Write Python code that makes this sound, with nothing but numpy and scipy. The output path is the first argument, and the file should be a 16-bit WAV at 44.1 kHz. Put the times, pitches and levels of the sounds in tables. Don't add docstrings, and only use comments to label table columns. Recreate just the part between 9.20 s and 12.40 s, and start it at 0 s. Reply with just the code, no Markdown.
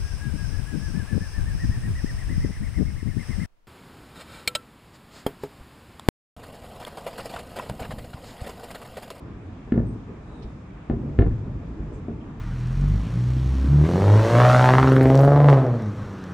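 import sys
import numpy as np
from scipy import signal
from scipy.io import wavfile
from scipy.ndimage import uniform_filter1d

SR = 44100
rng = np.random.default_rng(int(sys.argv[2]) if len(sys.argv) > 2 else 0)


def dump_mix(stems):
    frames = np.atleast_2d(stems).T
    limited = np.clip(frames, -1, 1)
    pcm = np.round(limited * 32767).astype(np.int16)
    wavfile.write(sys.argv[1], SR, pcm)


N = 141120
TIME = np.arange(N) / SR


def from_db(db):
    return 10 ** (np.asarray(db) / 20)


def lean_left(db):
    return from_db([[db / 2], [-db / 2]])


def at_pitch(table, hz, column=1):
    table = np.array(table)
    return np.interp(np.log(hz), np.log(table[:, 0]), table[:, column])


def filtered(x, hz, kind, order=2):
    return signal.sosfilt(signal.butter(order, hz, kind, fs=SR, output="sos"), x + 1e-18)


def unit_level(x):
    return x / np.sqrt(np.mean(x ** 2) + 1e-20)


def resonate(x, tones):
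    out = 0
    for hz, db, ring_s in tones:
        decay = from_db(-60 / (ring_s * SR))
        feedback = [1, -2 * decay * np.cos(2 * np.pi * hz / SR), decay ** 2]
        out += from_db(db) * (1 - decay ** 2) / 2 * signal.lfilter([1, 0, -1], feedback, x + 1e-18)
    return out


def reverberate(x, echoes):
    return signal.fftconvolve(x[None], unit_level(echoes) / np.sqrt(N), axes=1)[:, :N]


def evened(band, window_s=0.044):
    local_power = uniform_filter1d(np.mean(band ** 2, axis=0), int(window_s * SR))
    return band * np.sqrt(np.mean(band ** 2) / (np.abs(local_power) + 1e-20))


# pitch_hz, likeness
EAR_LIKENESS = [(50, 1), (125, 0.98), (250, 0.99), (500, 0.59), (1000, 0.43), (2000, 0.15), (4000, 0.032),
                (9000, 0.017)]
def noise_bands():
    edges_hz = 20 * 2 ** np.arange(0, 9.6, .5)
    white = rng.standard_normal((2, 2, N))
    for k, (low, high) in enumerate(zip(edges_hz, edges_hz[1:])):
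        shared, side = filtered(white[k % 2], [low, high], "band")
        hz = np.sqrt(low * high)
        alike = at_pitch(EAR_LIKENESS, hz)
        yield hz, np.sqrt(1 + alike) * shared + np.sqrt(1 - alike) * np.array([side, -side])


def restless_noise(colour, wander_db, changes_per_s):
    out = 0
    for hz, band in noise_bands():
        wander = np.interp(TIME * changes_per_s, np.arange(400), rng.standard_normal(400))
        out += band * from_db(at_pitch(colour, hz) + wander_db * wander)
    return unit_level(out)


# pitch_hz, relative_db
CITY_COLOUR = [(100, 5.5), (400, -1), (700, 2.5), (1000, 3), (1400, -3.5), (2000, -7), (2800, -12),
               (3600, -24.5), (5000, -20), (8700, -30.5), (12000, -43.5)]
def city(level_db=-50.5, top_hz=9200):
    hush = restless_noise(CITY_COLOUR, wander_db=1.34, changes_per_s=8.75)
    return from_db(level_db) * filtered(hush, top_hz, "low", order=8)


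# time_s, level_db
RUMBLE_LOUDNESS = [(0, -37), (.4, -40), (.9, -40), (1.25, -39), (1.68, -40), (1.85, -33.5), (2.2, -33),
                   (2.45, -34), (2.7, -33), (3.0, -35.5), (3.2, -36.5)]
# pitch_hz, relative_db
RUMBLE_COLOUR = [(20, -19), (35, -3.5), (48, 7), (75, 1.5), (110, 7), (160, -1), (260, -1.5), (370, -8),
                 (480, -20), (700, -19), (1400, -71)]
def rumble():
    level_db = np.interp(TIME, *np.transpose(RUMBLE_LOUDNESS))
    return from_db(level_db) * restless_noise(RUMBLE_COLOUR, wander_db=3, changes_per_s=14)


def whistle(peak_s=1.19, swell_s=.17, pitch_hz=3760, fall_hz_per_s=1000, width_hz=280, level_db=-66.5):
    from_peak_s = TIME - peak_s
    phase = 2 * np.pi * np.cumsum(pitch_hz - fall_hz_per_s * from_peak_s) / SR
    flutter = filtered(rng.standard_normal((2, 2, N)), width_hz / 2, "low")
    tone = unit_level(flutter[0] * np.cos(phase) + flutter[1] * np.sin(phase))
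    return from_db(level_db) * tone * np.exp(-2 * (from_peak_s / swell_s) ** 2)


# start_s, rise_s, fade_s, pitch_hz, width_hz, level_db
NEARBY_RUSTLES = [(0.662, 0.0064, 0.072, 8370, 600, -66.5), (0.98, 0.22, .3, 8200, 2200, -73.5),
                  (1.221, .005, 0.026, 4200, 2400, -55), (2.72, .02, 0.065, 7160, 2470, -66),
                  (3.0, .015, .045, 2960, 500, -62)]
def rustles():
    out = np.zeros((2, N))
    for start_s, rise_s, fade_s, hz, width_hz, db in NEARBY_RUSTLES:
        edges_hz = [hz - width_hz / 2, hz + width_hz / 2]
        hiss = unit_level(filtered(rng.standard_normal((2, N)), edges_hz, "band", order=3))
        age_s = TIME - start_s
        out += from_db(db) * hiss * np.clip(age_s / rise_s, 0, 1) * np.exp(-(age_s / fade_s) ** 2)
    return out


# pitch_hz, relative_db, fade_s (time to drop 60 dB)
ROOF_ECHO = [(30, -6.5, 0.44), (55, -2, 0.57), (101, -2, 0.53), (182, -9.5, 0.76), (327, -1.5, 0.67),
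             (444, -5, 0.42), (570, -1, 0.25), (750, -10.5, 0.29), (1430, 7, 0.26), (4020, -13.5, 0.22)]
def roofs(blasts, gain_db=1.5, build_s=0.0046):
    echoes = 0
    for hz, band in noise_bands():
        fade_s = at_pitch(ROOF_ECHO, hz, column=2)
        echoes += evened(band) * from_db(at_pitch(ROOF_ECHO, hz) - 60 * TIME / fade_s)
    build_up = 1 - np.exp(-TIME / build_s)
    return from_db(gain_db) * reverberate(blasts, echoes * build_up)


# delay_ms, gain_db
WALL_BOUNCES = [(3.9, -9), (8.3, -12), (12.6, -11)]
def walls(blasts, top_hz=750, ear_gap_ms=0.18):
    dull = filtered(blasts, top_hz, "low")
    out = np.zeros((2, N))
    for k, (delay_ms, db) in enumerate(WALL_BOUNCES):
        for ear in range(2):
            lag_s = (delay_ms + ear_gap_ms / 2 * (-1) ** (k + ear)) / 1000
            out[ear] += from_db(db) * np.interp(TIME - lag_s, TIME, dull)
    return out


# pitch_hz, gain_db, ring_s, left_minus_right_db
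BALCONY_TONES = [(52.2, 5, 0.24, -1), (108.2, 11, 0.67, 2), (245, -6, 0.25, -0.5), (343, 2, 0.029, 5),
                 (386, -1, 0.17, 0), (440, -6, 0.44, 1), (505, -4.5, 0.65, 10), (685.7, 3, 0.11, 3)]
def balcony(boom_push, ring_push, ring_above_hz=480):
    out = 0
    for hz, db, ring_s, left_db in BALCONY_TONES:
        push = ring_push if hz > ring_above_hz else boom_push
        out += resonate(push, [(hz, db, ring_s)]) * lean_left(left_db)
    return out


# pitch_hz, gain_db, ring_s
KNOCK_TONES = [(386, -4, 0.13), (583, -12.5, 0.055), (771, -3.5, 0.12), (1010, -13.5, 0.023)]
# pitch_hz, gain_db, ring_s
CRACK_TONES = [(1380, -8, .011), (1690, -5.5, .01), (1830, -10, .012), (2080, -13, .009), (2600, -13, .011),
               (3100, -24, .009), (4150, -19, .012)]
def knock_and_crack(knock_push, crack_push, top_hz=4600, bounce_s=0.00285, scatter_s=0.22):
    knock = filtered(resonate(knock_push, KNOCK_TONES), top_hz, "low", order=8)
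    ringing = filtered(resonate(crack_push, CRACK_TONES), top_hz, "low", order=8)
    bare_edge = from_db(-41.5) * filtered(crack_push, 3000, "high")
    crack = ringing + bare_edge
    bounce = from_db(-5) * np.interp(TIME - bounce_s, TIME, crack)
    snap = knock + crack + bounce
    echoes = rng.standard_normal((2, N)) * from_db(-60 * TIME / scatter_s)
    return snap * lean_left(2.4) + from_db(-3.5) * reverberate(snap, echoes)


def n_wave(start_s, length_ms, jump_ms=0.076):
    age_ms = (TIME - start_s) * 1000
    on_off = (np.tanh(age_ms / jump_ms) - np.tanh((age_ms - length_ms) / jump_ms)) / 2
    return (1 - 2 * age_ms / length_ms) * on_off


def shock_front(start_s, fall_ms=1.0):
    age_ms = (TIME - start_s) * 1000
    return (age_ms > 0) * np.exp(-np.abs(age_ms) / fall_ms)


# start_s, level_db,
# length_ms, air_top_hz, knock_db, crack_db, crack_top_hz, boom_db, ring_db, roof_db
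FIREWORK_BLASTS = [(0.475, -32, 2, 480, 13, 3.5, 1500, -8.5, -7.5, -10),
                   (0.5214, -4.5, 2.87, 324, -21, -5.5, 4000, -2, -16, -17),
                   (0.5249, -14, 3.46, 299, -16, -21, 2020, -4.5, -12, -8.5),
                   (0.5410, -15, 4.36, 403, -9, -2.5, 2590, 5.5, -6.5, -1),
                   (0.5511, -19, 3.4, 398, -3, -9, 2000, -9.5, -10, -3),
                   (0.577, -9.5, 3.2, 488, -2, -9.5, 2800, 0, -6.5, -8),
                   (0.5958, -19, 6.75, 420, 3.5, -4, 2230, 3, 2.5, -5.5),
                   (0.614, -22.5, 6.0, 420, -13, -11, 1500, 1.5, -1, -6),
                   (0.690, -24.5, 4.4, 328, -10, -22, 1200, -5, -6.5, -5),
                   (0.7590, -23, 2.9, 450, -2, -11, 1210, -18, -20, -13.5),
                   (0.881, -30, 2.3, 563, 9, -1, 1500, -12, -5, 0.5),
                   (1.195, -28.5, 4.5, 400, -12, -13, 1200, -4.5, -5, -5.5),
                   (1.246, -28, 14, 300, -22, -22, 900, 3.5, -10, -13),
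                   (1.6987, -10, 3.15, 480, 11.5, -7, 3290, 1, -5.5, -8),
                   (1.7103, -16, 7.4, 393, -7, -9.5, 2990, 3, -8, -6),
                   (1.7380, -17.5, 2.75, 476, -3, -11.5, 2600, -1, -3, -11.5),
                   (1.8350, -21, 3.6, 328, -13, -24.5, 900, 4, -10, -9),
                   (1.8780, -26.5, 3.9, 386, -13, -24, 880, -3, -5, -10),
                   (1.9890, -4.5, 7.78, 475, -4.5, 1, 4430, 4, 10.5, -12.5),
                   (2.0096, -14, 7.7, 520, 7.5, -10, 2800, 1.5, -7.5, -14),
                   (2.0213, -10.5, 6.06, 526, -1.5, 1, 3170, 5.5, 7, -14),
                   (2.047, -11, 11, 296, 3, -19, 2400, -9, -3.5, -17),
                   (2.0650, -11, 6.5, 420, 8, -15, 2190, -19, -6, -18),
                   (2.0815, -16, 10.9, 262, 2, -15, 1490, -9, -7.5, -17.5),
                   (2.110, -18.5, 16, 200, -3, -7, 2400, -15, -7.5, -15),
                   (2.127, -21, 7.5, 200, -11.5, -18, 1500, -13, -12, -10.5),
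                   (2.2750, -27, 8.0, 406, -12, -23, 900, 3.5, -5.5, -12),
                   (2.5950, -27.5, 11.4, 450, 10, -6, 1180, 10, -6, -10.5),
                   (2.883, -16, 2.8, 482, 6, -20, 1340, -3.5, -1, -9.5),
                   (2.905, -25, 2.7, 477, 5, -18, 1200, -16, -18, -18)]
def fireworks():
    direct, boom_push, ring_push, roof_push, knock_push, crack_push = np.zeros((6, N))
    for (start_s, level_db, length_ms, air_top_hz, knock_db, crack_db, crack_top_hz,
         boom_db, ring_db, roof_db) in FIREWORK_BLASTS:
        wave = from_db(level_db) * n_wave(start_s, length_ms)
        direct += filtered(wave, air_top_hz, "low", order=3)
        thud = filtered(wave, air_top_hz, "low")
        boom_push += from_db(boom_db) * thud
        ring_push += from_db(ring_db) * thud
        roof_push += from_db(roof_db) * thud
        front = from_db(level_db) * shock_front(start_s)
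        knock_push += from_db(knock_db) * front
        crack_push += from_db(crack_db) * filtered(front, crack_top_hz, "low")
    surroundings = walls(direct) + balcony(boom_push, ring_push) + roofs(roof_push)
    return direct * lean_left(0.6) + surroundings + knock_and_crack(knock_push, crack_push)


def scene():
    return fireworks() + rumble() + city() + rustles() + whistle()


def record(dry, bottom_hz=6.7, ceiling=.88, top_hz=13500):
    x = filtered(dry, bottom_hz, "high")
    rounded = x / (1 + (x / ceiling) ** 6) ** (1 / 6)
    return signal.sosfilt(signal.cheby2(12, 70, top_hz, fs=SR, output="sos"), rounded)


dry = scene()
out = record(dry)
dump_mix(out)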